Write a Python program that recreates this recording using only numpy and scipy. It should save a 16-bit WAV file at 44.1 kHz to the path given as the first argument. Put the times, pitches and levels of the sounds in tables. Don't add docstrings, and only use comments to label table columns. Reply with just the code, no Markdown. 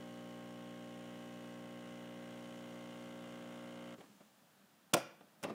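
import sys
import numpy as np
from scipy import signal
from scipy.fft import rfft, irfft, next_fast_len
from scipy.io import wavfile
from scipy.ndimage import uniform_filter1d, minimum_filter1d

SR = 44100
rng = np.random.default_rng(int(sys.argv[2]) if len(sys.argv) > 2 else 0)


def log_audio(samples):
    frames = np.atleast_2d(samples).T
    limited = np.clip(frames, -1, 1)
    pcm = np.round(limited * 32767).astype(np.int16)
    wavfile.write(sys.argv[1], SR, pcm)


def voltage_ratio(level):
    return 10 ** (np.asarray(level, float) / 20)


N = 244298
TIME = np.arange(N) / SR
MAINS_HZ, STROKE_S, STOP_S = 60.004, .0078, 3.945

# f/Hz, density/dB per Hz
SPRAY = [(25, -22), (80, -15), (150, -3), (215, -5), (400, -5.5), (560, -3), (1000, -7.5), (1250, -8.5),
         (1550, -8.5), (1800, -8.5), (2050, -7), (2430, -12.5), (2950, -5), (4400, -23.5)]
# f/Hz, density/dB per Hz
HISS = [(2500, -22), (3800, -5.5), (5000, -7), (7500, -5), (9200, -11.5), (10500, -12), (14500, -26),
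        (15800, -14)]


def level(x, db):
    return x * voltage_ratio(db) / np.sqrt(np.mean(x ** 2))


def shaped(table):
    hz, db = np.transpose(table)
    size = next_fast_len(N)
    log_hz = np.log(np.arange(size // 2 + 1) * SR / size + 1)
    gain = voltage_ratio(np.interp(log_hz, np.log(hz), db, -90, -90))
    noise = rng.standard_normal(size)
    return level(irfft(rfft(noise) * gain, size)[:N], 0)


def ring(x, hz, t60):
    r = np.exp(-np.log(1000) / (max(t60, .002) * SR))
    w = 2 * np.pi * hz / SR
    return signal.lfilter([0, r * np.sin(w)], [1, -2 * r * np.cos(w), r * r], x)


def narrow(hz, width_hz):
    return ring(rng.standard_normal(N), hz, np.log(1000) / np.pi / width_hz)


def walk(rate):
    hold = int(SR / rate)
    steps = np.repeat(rng.standard_normal(N // hold + 1), hold)
    return 0.85 * uniform_filter1d(uniform_filter1d(steps, hold), hold)[:N]


def burst(s, rise, fall):
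    age = TIME - s
    return np.exp(np.where(age < 0, age / max(rise, 1e-4), -age / max(fall, 1e-4)))


def room(x):
    # low edge f/Hz, high edge f/Hz, t60/s, level/dB
    bands = [(88.5, 370, 0.39, -11), (400, 2800, 0.58, -16), (1440, 2600, 0.47, -7.5),
             (3940, 5900, 0.39, -11.5), (7000, 22000, 0.17, -28)]
    age, echo = TIME[:SR // 2], 0
    for low_hz, high_hz, t60, db in bands:
        sos = signal.butter(2, [low_hz, high_hz], "band", fs=SR, output="sos")
        band = signal.sosfilt(sos, rng.standard_normal(len(age)))
        tail = band * (1 - np.exp(-age / 0.0051)) * voltage_ratio(-60 * age / t60)
        echo = echo + voltage_ratio(db) * tail * np.sqrt(SR / 2 / t60) / SR * voltage_ratio(15.5)
    return signal.fftconvolve(x, echo)[:N]


def kitchen():
    # f/Hz, level/dB rms
    whine_lines = [(14912, -101), (14971, -90), (15030, -90), (15089, -97), (15149, -102), (15208, -103)]
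    # f/Hz, density/dB per Hz
    floor_colour = [(70, -27), (170, -9), (200, -3.5), (240, -10.5), (430, -18.5), (620, -13), (1050, -18),
                    (1700, -18.5), (2050, -23.5), (3200, -23), (4700, -27.5), (8000, -29.5), (14500, -30.5),
                    (15800, -34)]
    whine = level(narrow(15030, 220), -92)
    for hz, db in whine_lines:
        whine = whine + np.sqrt(2) * voltage_ratio(db) * np.sin(2 * np.pi * (hz * TIME + rng.random()))
    fan = level(voltage_ratio(2.5 * walk(18)) * narrow(204, 12), -75.5)
    floor = level(voltage_ratio(.5 * walk(7.7)) * shaped(floor_colour), -68.5)
    return floor + fan + whine


def drain():
    since_stop = TIME - STOP_S
    start = np.clip(since_stop / .04, 0, 1)
    fade = np.exp(-np.clip(since_stop, 0, 2) / 0.48)
    return start * fade * level(shaped(HISS) + shaped(SPRAY), -70.5)


def housing_hum(pressure):
    # multiple of mains, level at low pressure/dB, gain as pressure builds/dB
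    partials = [(1, -43.5, -5), (1.997, -8, -2.5), (3, -2.5, -2), (4, 1.3, -1), (5.01, -2.5, -0.9),
                (6.003, -8.5, -0.5), (7, -12, -1), (7.98, -9.5, -1.5), (9.02, -3.5, 2), (10.004, -6, -2.5),
                (11, -22, 12), (12, -16.5, 3.5), (13.07, -10, -5.5), (14, -26, -11), (15, -18.5, 5),
                (16, -22, 3.5), (17, -25, 2), (18.06, -11.5, -4), (19, -18, 3.5), (20, -35, 22),
                (21, -22, -15), (22, -23.5, 9.5), (23, -25, 11), (24, -21, 1), (25, -27.5, 8),
                (26, -16, -1.5), (26.91, -19.5, 1.5), (27.9, -27, 0)]
    wobble_db, wobble_turns = .05, .0016
    panel_lag, panel_spread, panel_bend, panel_turn = .577, .198, .039, -.09
    cycles = MAINS_HZ * (TIME - STROKE_S)
    hum = 0
    for multiple, early_db, gain_db in partials:
        k = round(multiple)
        db = early_db + pressure * gain_db + wobble_db * k * walk(11.0)
        turns = k * (cycles + panel_lag) + panel_spread * k ** 2 + panel_bend * k ** 3 + panel_turn
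        hum = hum + voltage_ratio(db) * np.cos(2 * np.pi * (turns + wobble_turns * k * walk(25.2)))
    return hum


def piston_knock():
    # f/Hz, level/dB, t60/s
    metal_modes = [(1876, -9.5, 0.042), (2023, -0.5, 0.028), (2157, -10, 0.046), (2350, -9, 0.03),
                   (2580, -16, 0.071), (2842, -7, 0.035), (3030, -2.5, 0.032), (3200, -7, 0.023),
                   (3340, -10.5, .03), (3500, -8.5, 0.022), (3805, -15, 0.033), (4050, -17, 0.036),
                   (4500, -18.5, 0.057)]
    strokes = np.arange(int(STOP_S * MAINS_HZ) + 1) / MAINS_HZ + STROKE_S
    blows = np.zeros(N)
    for lag, creep, db in (-.0016, 0, 7.5), (.0011, .00004, 5), (.0044, -.0001, 3):
        late, strength = rng.standard_normal((2, len(strokes)))
        at = (strokes * (1 + creep) + lag + .00002 * late) * SR
        force = voltage_ratio(db + .6 * strength)
        first, part = at.astype(int), at % 1
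        np.add.at(blows, first, force * (1 - part))
        np.add.at(blows, first + 1, force * part)
    knock = 0
    for k, (hz, db, t60) in enumerate(metal_modes):
        knock = knock + (-1) ** k * voltage_ratio(db) * ring(blows, hz, t60)
    return knock


def water_jets():
    # f/Hz, width/Hz, level/dB
    nozzle_whistles = [(5200, 180, -10.5), (5730, 230, -8), (6700, 370, -6.5), (8560, 260, -9.5),
                       (9750, 300, -12.5)]
    age = (MAINS_HZ * (TIME - STROKE_S) + 0.14) % 1 / 0.16
    jet = (age * np.exp(1 - age)) ** 1.5
    whistles = sum(level(narrow(hz, width_hz), db + 0.5) for hz, width_hz, db in nozzle_whistles)
    spray = (2.9 + jet) * voltage_ratio(1.1 * walk(6.17)) * shaped(SPRAY)
    hiss = (0.74 + jet) * voltage_ratio(0.97 * walk(16)) * (shaped(HISS) + whistles)
    return level(spray, 1.0) + level(hiss, -7.5)


def pump():
    pressure = np.clip((TIME - 1) / 3.5, -.2, 1.2)
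    running = np.exp(-np.clip(TIME - STOP_S, 0, 1) / 0.015)
    hum = level(housing_hum(pressure), 0) * voltage_ratio(-50.5 + 0.8 * pressure)
    strokes = (level(piston_knock(), -3.5) + water_jets()) * voltage_ratio(-64 + 1.45 * pressure)
    return running * (hum + strokes * running)


def shudder():
    # t/s, chatter level/dB, thump level/dB, fall/s
    shakes = [
        (3.985, -56, -57, 0.045),
        (4.006, -69, -68, 0.061),
        (4.101, -78, -63, 0.037),
        (4.216, -64, -70, .02),
        (5.211, -71, -61, 0.044),
        (5.444, -46.5, -42, 0.033),
        (5.478, -52, -59, 0.024),
        (5.507, -54, -47, 0.039),
    ]
    # f/Hz, density/dB per Hz
    chatter_colour = [(240, -28), (400, 3.5), (649, -6.5), (748, -3), (939, -11.5), (1180, -3), (1360, -15),
                      (2340, -16), (12000, -40.5), (15600, -79), (22000, -120)]
    # f/Hz, density/dB per Hz
    thump_colour = [(55, -32), (110, -7), (170, -5), (240, -1), (340, 0), (450, -26)]
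    chatter, thump = 0, 0
    for s, chatter_db, thump_db, fall in shakes:
        shape = burst(s, 0.0069, fall)
        chatter = chatter + voltage_ratio(chatter_db) * shape
        thump = thump + voltage_ratio(thump_db) * shape
    chatter = chatter * voltage_ratio(4.2 * walk(120) - 2.5) * shaped(chatter_colour)
    return chatter + thump * voltage_ratio(2.7 * walk(50) - 1.5) * shaped(thump_colour)


def latch():
    # t/s, peak level/dB, fall/s, crack level/dB
    dull_knocks = [(3.984, -62, .012, -26), (4.008, -47, 0.0064, -6), (4.039, -58, .005, -20),
                   (4.2065, -45.5, 0.0078, -13), (4.9437, -15, 0.0042, -19), (4.950, -18.5, 0.0088, -29),
                   (5.209, -42.5, 0.0055, -14), (5.4415, -30, 0.0043, -3), (5.449, -28.5, 0.002, -22),
                   (5.468, -32, 0.0089, -31), (5.498, -33, .0065, -33), (5.505, -43, .007, -36),
                   (5.523, -38, .008, -33)]
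    # t/s, peak level/dB, fall/s, crack level/dB
    catch_snaps = [
        (4.9335, -27.5, 0.0049, -23),
        (4.9372, -16.5, 0.0045, -4),
        (4.9415, -22, .0038, -4.5),
        (4.967, -31, 0.03, -13.5),
        (5.430, -41, 0.0041, -1.5),
        (5.437, -29.5, 0.0032, -11),
    ]
    # f/Hz, level/dB, t60/s
    body_modes = [(163, -9, 0.033), (236, -23, 0.074), (319, -11, 0.076), (350, -6, 0.15),
                  (425, -14, 0.085), (542, -1.3, 0.065), (584, 3.5, 0.063), (671, 0.5, 0.065),
                  (735, 2.5, 0.028), (818, -2, 0.028), (990, -10, 0.033), (1080, -15, 0.028),
                  (1330, -32, 0.028)]
    # f/Hz, density/dB per Hz
    crack_colour = [(800, -40), (1200, 2.5), (2000, -1), (3000, 1.5), (3600, -2), (4300, -18.5),
                    (5200, -42)]
    # f/Hz, density/dB per Hz
    edge_colour = [(2470, -47), (4200, -6.5), (5570, 1.5), (6540, -4.5), (6880, -1), (8080, -3),
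                   (9440, 0.5), (10500, -7), (15800, -12)]
    push, crack, edge = np.zeros((3, N))
    # blows, rise in s, edge relative to crack in dB
    for hits, rise, edge_db in (dull_knocks, 0.0011, -16), (catch_snaps, 0.00089, 0.5):
        for s, db, fall, crack_db in hits:
            shape = voltage_ratio(db) * burst(s, rise, fall)
            push = push + shape
            crack = crack + voltage_ratio(crack_db) * shape
            edge = edge + voltage_ratio(crack_db + edge_db) * shape
    contact = push * (rng.standard_normal(N) - .6)
    body = sum(voltage_ratio(db) * ring(contact, hz, t60) for hz, db, t60 in body_modes)
    bright = crack * shaped(crack_colour) + edge * shaped(edge_colour)
    return voltage_ratio(-38.0) * body + voltage_ratio(-6.0 + 1.5 * walk(700)) * bright


def scene():
    blows, shakes = latch(), shudder()
    no_bass = signal.butter(4, 155, "high", fs=SR, output="sos")
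    less_bass = signal.butter(2, 90, "high", fs=SR, output="sos")
    clacks = signal.sosfilt(no_bass, blows + room(blows + shakes))
    surroundings = signal.sosfilt(less_bass, shakes + kitchen())
    return (pump() + drain() + clacks + surroundings)[None]


def roll_off(x):
    return signal.sosfilt(signal.butter(12, 16370, fs=SR, output="sos"), x)


def record(dry):
    cut = signal.ellip(8, .2, 50, 15740, fs=SR, output="sos")
    ahead_s, mask_db = .009, -35
    reach = int(ahead_s * SR)
    power = uniform_filter1d(dry ** 2, size=66) + 1e-18
    ahead = -np.roll(minimum_filter1d(-power, size=reach), -reach // 2, axis=1)
    kept = power / (power + ahead * voltage_ratio(2 * mask_db))
    return roll_off(signal.sosfilt(cut, dry * kept))


dry = scene()
out = record(dry)
log_audio(out)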